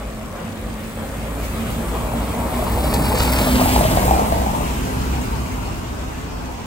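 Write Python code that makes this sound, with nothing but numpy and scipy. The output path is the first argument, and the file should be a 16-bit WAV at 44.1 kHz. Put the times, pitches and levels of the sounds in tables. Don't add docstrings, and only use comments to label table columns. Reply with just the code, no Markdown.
import sys
import numpy as np
from scipy import signal
from scipy.fft import rfft, irfft, next_fast_len
from scipy.io import wavfile
from scipy.ndimage import map_coordinates

SR = 44100
rng = np.random.default_rng(int(sys.argv[2]) if len(sys.argv) > 2 else 0)


def volts_from_db(level):
    exponent = np.asarray(level, float) / 20
    return 10 ** exponent


def wrap_up_sound(samples):
    columns = np.atleast_2d(samples).T
    tamed = np.clip(columns, -1, 1)
    steps = np.round(tamed * 32767).astype(np.int16)
    wavfile.write(sys.argv[1], SR, steps)


N = 293694
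TIME_S = np.arange(N) / SR


def rms_one(x):
    return x / np.sqrt(np.mean(x ** 2) + 1e-20)


def in_time(rows):
    s, *columns = np.transpose(rows)
    return [np.interp(TIME_S, s, c) for c in columns]


def ramp(start_s, end_s):
    return np.interp(TIME_S, [start_s, end_s], [0, 1])


def at_hz(points, hz):
    points_hz, values = np.transpose(points)
    return np.interp(np.log(np.maximum(hz, 1)), np.log(points_hz), values)


def bumps(rows):
    return sum(height * np.exp(-(2 * (TIME_S - s) / length) ** 2) for s, height, length in rows)


def swells(rows):
    return bumps([(s, volts_from_db(peak_db), length) for s, peak_db, length in rows])


def drift(rate):
    r = np.exp(-40 * np.pi * rate / SR)
    chance = rng.standard_normal(N // 20 + 2002)
    slow = signal.lfilter([1], [1, -2 * r, r * r], chance)[2000:]
    return np.interp(np.arange(N) / 20, np.arange(len(slow)), rms_one(slow))


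def phase(hz):
    return 2 * np.pi * np.cumsum(hz) / SR


def grains(per_s, spread_db):
    sizes = volts_from_db(spread_db * np.minimum(rng.exponential(1, N), 4)) * rng.choice([-1, 1], N)
    return rms_one(sizes * (rng.random(N) < per_s / SR))


def coloured(excitation, spectrum, shared_db, own_db, rate):
    size = next_fast_len(N)
    hz = np.fft.rfftfreq(size, 1 / SR)
    level_db = at_hz(spectrum, hz)
    shaped = rfft(excitation, size) * volts_from_db(level_db) * (level_db > -38)
    strip = np.floor(2 * np.log2(np.maximum(hz, 1)))
    together = shared_db * drift(rate)
    out = np.zeros(N)
    for k in np.unique(strip[shaped != 0]):
        flicker = volts_from_db(together + own_db * drift(rate / 2))
        out += irfft(shaped * (strip == k), size)[:N] * flicker
    return rms_one(out)


def rain():
    band = signal.butter(2, [1500, 9000], "band", fs=SR, output="sos")
    sides = [rms_one(signal.sosfilt(band, grains(per_s=1500, spread_db=9.0))) for side in "LR"]
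    return volts_from_db(-51) * np.array(sides)


# (time [s], firing rate [Hz])
FIRING = [(0, 54.07), (1.2, 55.03), (1.6, 56.12), (2.2, 58.33), (2.7, 61.56), (3.3, 63.63), (3.8, 62.92),
          (4.3, 63.93), (5.2, 64.7), (6.66, 64.14)]


def firing_phase():
    firing_hz, = in_time(FIRING)
    return phase(firing_hz * (1 + 0.0074 * drift(5.25)))


# (time [s], peak [dB], length [s])
SURGES = [(0.05, -34, 0.16), (0.62, -38, 0.32), (1.15, -31, 0.14), (1.4, -26, 0.31), (1.7, -33, 0.25),
          (1.94, -25, 0.17), (2.22, -25.5, 0.24), (2.45, -28, 0.13), (2.78, -23.5, 0.34),
          (3.05, -23.5, 0.18), (3.29, -19.5, 0.29), (3.55, -22, 0.11), (3.76, -21, 0.15),
          (4.1, -20.5, 0.22), (4.4, -25, .3), (4.7, -26.5, 0.22), (5.0, -25, 0.28), (5.15, -20.5, 0.11),
          (5.4, -27.5, 0.34), (5.75, -28.5, 0.32), (6.1, -30.5, 0.38), (6.47, -31.5, 0.18)]
# (multiple [x], level re hum [dB])
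MULTIPLES = [(.5, -32), (2, -17.5), (3, -12.5), (5, -16.5), (6, -22)]


def hum(turn):
    idle_db, trim_db, waver_db = -43, -0.6, 1.16
    level = (swells(SURGES) + volts_from_db(idle_db)) * volts_from_db(trim_db + waver_db * drift(8.5))
    out = level * np.sin(turn)
    for multiple, level_db in MULTIPLES:
        waver = volts_from_db(level_db + 2.2 * drift(2.9))
        out = out + level * waver * np.sin(multiple * turn + rng.uniform(0, 2 * np.pi))
    return np.sqrt(2) * out


# (time [s], peak [dB], length [s])
BOOMS = [(0.146, -34, 0.35), (0.577, -36, 0.43), (0.83, -39, 0.23), (1.016, -29, 0.058),
         (1.242, -32, 0.066), (1.625, -21.5, 0.17), (1.803, -25, 0.056), (2.17, -21.5, 0.072),
         (2.37, -27.5, 0.14), (2.57, -25, 0.08), (2.82, -49, 0.072), (3.02, -23.5, 0.12),
         (3.345, -23.5, 0.15), (3.562, -16.5, 0.2), (3.741, -22, 0.1), (3.92, -27.5, .15), (4.3, -41, 0.23),
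         (4.58, -28, 0.07), (4.841, -30.5, 0.11), (5.031, -35, .1), (5.2, -32, 0.36), (5.42, -41, 0.063),
         (5.55, -30.5, .12), (5.93, -42, 0.24), (6.5, -36, 0.16)]


def boom(turn):
    idle_db = -44
    return np.sqrt(2) * (volts_from_db(-4) * swells(BOOMS) + volts_from_db(idle_db)) * np.sin(4 * turn)


# (time [s], pitch [Hz], level [dB])
WHISTLE = [(0, 13150, -85), (1.8, 13150, -64), (2.1, 13100, -55), (3.0, 13000, -52), (3.3, 12750, -48),
           (3.6, 12550, -46), (3.8, 12400, -65), (6.66, 12400, -90)]


def whistle():
    whistle_hz, whistle_db = in_time(WHISTLE)
    return volts_from_db(whistle_db + 3.0 * drift(15)) * np.sin(phase(whistle_hz + 60 * drift(60)))


# (time [s], nearness as spray level [dB], unevenness of the paving [dB])
PASS = [(0, -52.5, 0), (.4, -51, 0.5), (.75, -49.5, 0.5), (.95, -46, -2.5), (1.3, -46.5, -0.1),
        (1.55, -42, 0.5), (2.0, -42.5, 0.5), (2.4, -40.5, 1.5), (2.75, -37, 2), (2.999, -33.5, 2.4),
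        (3.3, -31, -1), (3.7, -29.5, 0.6), (4.05, -34.5, 1.5), (4.45, -40.5, 0.5), (4.9, -43.5, 0.5),
        (5.3, -46, 0.9), (5.75, -49.5, 1), (6.66, -54.5, 1.2)]
GONE_S = (4.4, 4.9)


def heard(alongside_db, near_share, rough_share, lag_s, tail_db):
    s, near_db, rough_db = np.transpose(PASS)
    closest_db = -30
    near = near_share * (np.interp(TIME_S - lag_s, s, near_db) - closest_db)
    rough = rough_share * np.interp(TIME_S, s, rough_db)
    return alongside_db + near + rough + tail_db * ramp(*GONE_S)


# (frequency [Hz], density [dB per Hz])
RUMBLE = [(15, -40), (25, -16.5), (49, 4), (64, -5.5), (91, 0), (155, -4.5), (243, -3.5), (349, -13),
          (450, -18), (580, -52), (990, -120)]
# (time [s], more rumble [dB], length [s])
HUMPS = [
    (1.3, -1, .3),
    (2.5, -.7, 0.22),
    (3.05, 2, 0.28),
    (3.3, -2.5, 0.2),
    (4.25, -2, 0.17),
    (4.85, -2, 0.41),
    (5.3, 3.0, .2),
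    (5.7, 2.5, .3),
    (6.3, 2, 0.27),
]


def rumble(joints):
    level_db = heard(alongside_db=-23, near_share=.5, rough_share=0.67, lag_s=0.14, tail_db=2.5) + bumps(HUMPS)
    shaking = rng.standard_normal(N) + .15 * joints
    return volts_from_db(level_db + 1.5) * coloured(shaking, RUMBLE, shared_db=.3, own_db=.7, rate=8)


# (frequency [Hz], density [dB per Hz])
ROAR_COMING = [(220, -34), (380, -7.5), (542, -1.5), (715, -6.5), (960, -9.5), (1130, -6.5), (1330, -15.5),
               (1600, -14), (2080, -22), (3520, -120)]
ROAR_CLOSE = [(220, -10), (380, -4.5), (439, 0), (529, -3), (641, 1.5), (741, -2.5), (880, 1), (1220, -7),
              (1600, -25), (2080, -89), (3520, -120)]
ROAR_GONE = [(220, -14.5), (380, -5.5), (421, 1), (463, -5), (555, -5), (600, -4.5), (920, -2.5),
             (1600, -16.5), (2080, -73), (3520, -120)]
# (time [s], more roar [dB], length [s])
STRETCHES = [(1.02, 5, 0.081), (1.95, 3.5, 0.048), (2.5, 1.5, 0.54), (2.78, 3, 0.073), (3.52, -4.5, 0.061),
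             (3.72, -0.5, 0.36), (3.87, -7, 0.053), (4.0, 0.5, 0.071), (4.21, 3, 0.071), (4.4, -1, 0.18),
             (4.67, -0.5, 0.087), (5.3, 0.5, 0.25)]


def roar(joints):
    level_db = heard(alongside_db=-23.5, near_share=0.5753, rough_share=0.89, lag_s=0.27, tail_db=0)
    near, gone = ramp(1.5, 2.6), ramp(*GONE_S)
    drumming = rng.standard_normal(N) + 0.55 * joints
    stages = ((1 - near, ROAR_COMING), (near - gone, ROAR_CLOSE), (gone, ROAR_GONE))
    out = sum(share * coloured(drumming, colour, shared_db=1.2, own_db=0.8, rate=19)
              for share, colour in stages)
    return volts_from_db(level_db + bumps(STRETCHES) + 0.9) * out


# (frequency [Hz], density [dB per Hz])
HISS_COMING = [(760, -36), (1300, -1.5), (1430, -5.5), (2250, -4), (2430, -6), (3790, -12), (5590, -18.5),
               (7000, -25.5), (9100, -19.5), (15400, -120)]
HISS_BESIDE = [(760, -18), (1300, -6), (1640, -4.5), (2780, -4), (3490, -8.5), (5000, -9), (7000, -15.5),
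               (9100, -25), (15400, -120)]
# (time [s], more hiss [dB], length [s])
PUDDLES = [
    (.7, 1.5, 0.28),
    (1.3, 1.5, 0.39),
    (1.618, 0.5, 0.36),
    (2.55, 1, 0.26),
    (3.22, 4.5, 0.13),
    (3.4, 3, 0.28),
    (4.2, -.7, 0.18),
    (4.856, 2.5, 0.36),
    (5.298, 2, 0.49),
]


def hiss(joints, drops):
    level_db = heard(alongside_db=-30.5, near_share=0.94, rough_share=0.5, lag_s=-0.0043, tail_db=-0.9)
    level_db = level_db + bumps(PUDDLES)
    street_db = -47
    beside = ramp(2.5, 3.2)
    squeeze = rng.standard_normal(N) + 0.48 * joints + 0.24 * drops
    stages = ((1 - beside, HISS_COMING), (beside, HISS_BESIDE))
    out = sum(share * coloured(squeeze, colour, shared_db=1.97, own_db=1.4, rate=63)
              for share, colour in stages)
    return np.hypot(volts_from_db(level_db + 5.5), volts_from_db(street_db + 4.5)) * out


# (frequency [Hz], density [dB per Hz])
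SPRAY = [(5000, -25), (6300, -8), (7500, -6), (8150, -2), (8700, -3), (9350, 0), (10100, -2), (11400, -2),
         (12200, -4), (14000, -4.5), (15700, -4.5), (17000, -8)]


def spray(drops):
    level_db = in_time(PASS)[0] + 0.2
    bursting = rng.standard_normal(N) + .6 * drops
    return volts_from_db(level_db + 3.5) * coloured(bursting, SPRAY, shared_db=.75, own_db=.5, rate=45)


def tyres():
    joints = grains(per_s=400, spread_db=2.8)
    mist, big_drops = grains(per_s=3500, spread_db=0.5), grains(per_s=180, spread_db=4.0)
    drops = mist + 0.6 * big_drops
    return rumble(joints) + roar(joints) + hiss(joints, drops) + spray(drops)


# (time [s], peak [dB], middle of the splash [Hz])
SPLASHES = [(0.6948, -33, 3500), (1.39, -22, 8190), (1.429, -20, 11600), (1.5294, -37, 7910),
            (1.7, -19.5, 11200), (1.9494, -30, 8150), (2.516, -25, 3000), (2.546, -24, 8100),
            (2.7174, -18, 11100), (2.836, -14, 4500), (2.9094, -36, 10900), (2.9366, -6.5, 4000),
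            (2.9544, -29, 11700), (3.023, -23, 11400), (3.181, -12, 7000), (3.226, -9, 5000),
            (3.247, -16, 7000), (3.291, -18, 6000), (3.318, -11, 10930), (3.355, -18, 7000),
            (3.381, -13, 4120), (3.401, -16, 9000), (3.445, -19, 6000), (3.6114, -13, 10520),
            (3.6977, -19, 11100), (3.724, -10, 3100), (3.9194, -29, 8360), (4.0493, -10, 8210),
            (4.2795, -23, 11850), (4.554, -21, 11000), (4.6074, -21, 3500), (4.721, -26, 3000),
            (4.978, -22, 3300), (5.2002, -21, 3830), (6.19, -35, 3740), (6.5045, -33, 10330)]


def splashes():
    out, t = np.zeros(N + SR), np.arange(SR // 5) / SR
    rise_s, t60_s = 0.0068, 0.044
    shape = (1 - np.exp(-t / rise_s)) * volts_from_db(0.5 - 60 * t / t60_s)
    for s, peak_db, mid_hz in SPLASHES:
        edges_hz = [mid_hz * .3, min(mid_hz * 2.4, .45 * SR)]
        band = signal.butter(1, edges_hz, "band", fs=SR, output="sos")
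        burst = rms_one(signal.sosfilt(band, rng.standard_normal(len(t))))
        out[round(s * SR):][:len(t)] += volts_from_db(peak_db) * shape * burst
    return out[:N]


# (time [s], peak [dB], ring [Hz])
STONES = [(1.951, -17.5, 950), (2.049, -21.5, 633), (2.075, -29, 563), (2.118, -17, 855), (2.136, -17, 746),
          (2.342, -25, 770), (2.391, -19, 1140), (2.455, -21, 540), (2.518, -21, 724), (2.593, -17.5, 641),
          (2.626, -18.5, 720), (2.668, -16, 1020), (2.773, -20, 565), (2.842, -15, 610), (2.87, -18, 921),
          (2.938, -21, 745), (2.992, -18, 563), (3.058, -18, 915), (3.118, -11, 888), (3.14, -15.5, 501),
          (3.19, -17, 767), (3.245, -18, 863), (3.278, -15, 853), (3.303, -17.5, 567), (3.347, -20, 627),
          (3.392, -15, 830), (3.413, -18, 610), (3.443, -22, 591), (3.472, -14.5, 639), (3.545, -22, 519),
          (3.596, -12, 850), (3.614, -10, 689), (3.657, -10.5, 796), (3.687, -13, 826), (3.734, -16, 790),
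          (3.762, -6, 851), (3.809, -9, 660), (3.851, -9.5, 640), (3.913, -15, 622), (3.972, -7.5, 710),
          (4.03, -15, 674), (4.052, -16, 510), (4.08, -12, 800), (4.11, -3.5, 781), (4.137, -14, 780),
          (4.164, -11.5, 730), (4.194, -9, 773), (4.279, -20, 903), (4.323, -8.5, 678), (4.417, -13, 741),
          (4.436, -18, 740), (4.462, -12.5, 785), (4.506, -24, 794), (4.549, -11.5, 910),
          (4.607, -17.5, 588)]


def stones():
    out, t = np.zeros(N + SR), np.arange(SR // 10) / SR
    crack_db, belt_cycles = -9, 23
    at_tyre_db = 5.2
    rise = 1 - np.exp(-t / .0006)
    for s, peak_db, ring_hz in STONES:
        crack = rng.standard_normal(len(t)) * volts_from_db(crack_db - 60 * t / .012)
        dull_crack = signal.lfilter([.3], [1, -.78], crack)
        ring = volts_from_db(-60 * t * ring_hz / belt_cycles) * rise * np.sin(2 * np.pi * ring_hz * t)
        out[round(s * SR):][:len(t)] += volts_from_db(peak_db + at_tyre_db) * (ring + dull_crack)
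    return out[:N]


# (time [s], peak [dB], length [s])
MOANS = [
    (2.95, -31.5, 0.11),
    (3.12, -33, .12),
]


def moan(turn):
    level = swells(MOANS) * volts_from_db(3.0 * drift(20.5))
    return np.sqrt(2) * level * np.sin(7 * turn + 1.5 * drift(15))


# (time [s], peak [dB], length [s])
BODY = [
    (3.57, -26, 0.12),
    (4.22, -24.5, 0.087),
    (4.5, -29, 0.19),
    (5.3, -31.5, 0.24),
]


def body():
    return np.sqrt(2) * swells(BODY) * np.sin(phase(213.8 + 2.76 * drift(6.8)))


# (frequency [Hz], density [dB per Hz])
DRONE = [(15, -40), (28, -18), (46, -2), (60, -10), (80, -11), (120, -15), (200, -38)]


def drone():
    ringing = coloured(rng.standard_normal(N), DRONE, shared_db=-3.5, own_db=-0.5, rate=5.7)
    return volts_from_db(-28.5) * ramp(3.6, 4.9) * ringing


def reverberate(sent):
    t60_s, first_wall_s = .45, .006
    hop, t = SR // 40, np.arange(SR // 3) / SR
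    lead_in = 12 * hop
    sent = np.concatenate([sent[:lead_in][::-1], sent, np.zeros(2 * hop)])
    window = np.sin(np.pi * np.arange(2 * hop) / (2 * hop))
    echo = np.zeros((2, len(sent) + SR))
    for i in range(0, len(sent) - 2 * hop, hop):
        walls = rng.standard_normal((2, len(t))) * volts_from_db(-60 * t / t60_s) * (t > first_wall_s)
        walls /= np.linalg.norm(walls, axis=1)[:, None]
        piece = sent[i:i + 2 * hop] * window
        echo[:, i:i + 2 * hop + len(t) - 1] += signal.fftconvolve(walls, piece[None], axes=1)
    return echo[:, lead_in:lead_in + N]


# (time [s], left lead in the lows [ms], frequency where the highs are in step [Hz],
# echo re direct in the lows [dB], echo re direct in the highs [dB])
BEARING = [(0, -.07, 1800, 0, 5), (2, -.08, 1800, 0, 2), (2.6, -.05, 1800, 0, -3), (2.85, 0, 1700, 0, -11),
           (3.05, .03, 1600, 0, -19), (3.2, .08, 1500, -1, -14), (3.4, .15, 1350, -2, -15),
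           (3.62, .27, 600, -3, -7), (4, .33, 150, -3, -3), (4.4, .42, -300, -1, 2), (4.9, .45, -500, 2, 8),
           (5.6, .4, -500, 5, 9), (6.66, .35, -500, 6, 9)]
# (frequency [Hz], echo re direct [dB])
ECHO = [(30, -26), (120, -13.5), (300, -7.5), (600, -3.5), (1200, 1.5), (1900, 8.5), (2600, 5.5),
        (3800, 3.5), (4800, 2.5), (5600, 8), (6500, 11.5), (8000, 3), (16000, -1)]


def street(car):
    lead_low_ms, in_step_hz, echo_low_db, echo_high_db = in_time(BEARING)
    shadow_hz = 1720
    detour_ms = .33
    wrap_hz = 4600
    low = signal.sosfiltfilt(signal.butter(2, shadow_hz, fs=SR, output="sos"), car)
    high = signal.hilbert(car - low, next_fast_len(N))[:N]
    top = signal.sosfiltfilt(signal.butter(3, wrap_hz, "high", fs=SR, output="sos"), high)
    turn = np.exp(-1j * np.pi * in_step_hz * detour_ms / 1000)
    held = turn * np.exp(1j * np.pi * wrap_hz * detour_ms / 1000)
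    bent = [np.real((high - top) * turn), np.real((high - top) / turn)]
    wrapped = [np.real(top * held), np.real(top / held)]

    direct, sent = np.zeros((2, N)), np.zeros(N)
    bands = (([low, low], lead_low_ms, echo_low_db), (bent, detour_ms, echo_high_db), (wrapped, 0, echo_high_db))
    for sides, lead_ms, echo_db in bands:
        total = np.sqrt((1 + volts_from_db(2 * echo_db)) / 2)
        for port, sign in enumerate((1, -1)):
            moment = np.arange(N) + sign * lead_ms * SR / 2000
            direct[port] += map_coordinates(sides[port] / total, [moment], order=3)
        sent += sides[0] * volts_from_db(echo_db) / total

    size = next_fast_len(N)
    share = volts_from_db(at_hz(ECHO, np.fft.rfftfreq(size, 1 / SR)))
    both = rfft(direct, size) + share * rfft(reverberate(sent), size)
    return irfft(both / np.sqrt(1 + share ** 2), size)[:, :N]


def scene():
    turn = firing_phase()
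    engine = hum(turn) + boom(turn) + whistle() + moan(turn)
    car = engine + tyres() + splashes() + stones() + body() + drone()
    return street(car) + rain()


# (frequency [Hz], left minus right [dB])
TILT = [(60, 0), (110, -2), (200, -0.5), (380, 0), (700, 1.5), (1290, 3), (2380, 1), (4400, -1),
        (8120, -7.5), (15000, 0.0)]


def port_colours(ports, hz):
    return ports * volts_from_db(np.outer([.5, -.5], at_hz(TILT, hz)))


# (frequency [Hz], share from that microphone [0-1])
SHARED_TOP = [(4800, 0), (5600, .1), (6700, .22), (7600, 1)]


def share_top(sound, left, hz):
    in_step_hz, turn_hz = 7946, 3650
    angle = np.pi * (np.minimum(hz, 15300) - in_step_hz) / turn_hz
    lagged = left * np.exp(np.outer([-1j, 1j], angle))
    single = at_hz(SHARED_TOP, hz) * np.pi / 2
    return np.cos(single) * sound + np.sin(single) * lagged


def low_pass(x):
    return signal.sosfilt(signal.butter(12, 17070, fs=SR, output="sos"), x)


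def record(dry):
    size = next_fast_len(N)
    hz, ports = np.fft.rfftfreq(size, 1 / SR), rfft(dry, size)
    sound = share_top(port_colours(ports, hz), ports[0], hz) * (hz < 15780)
    mix = np.clip(irfft(sound, size)[:, :N], -1, 1)
    return low_pass(mix)


dry = scene()
out = record(dry)
wrap_up_sound(out)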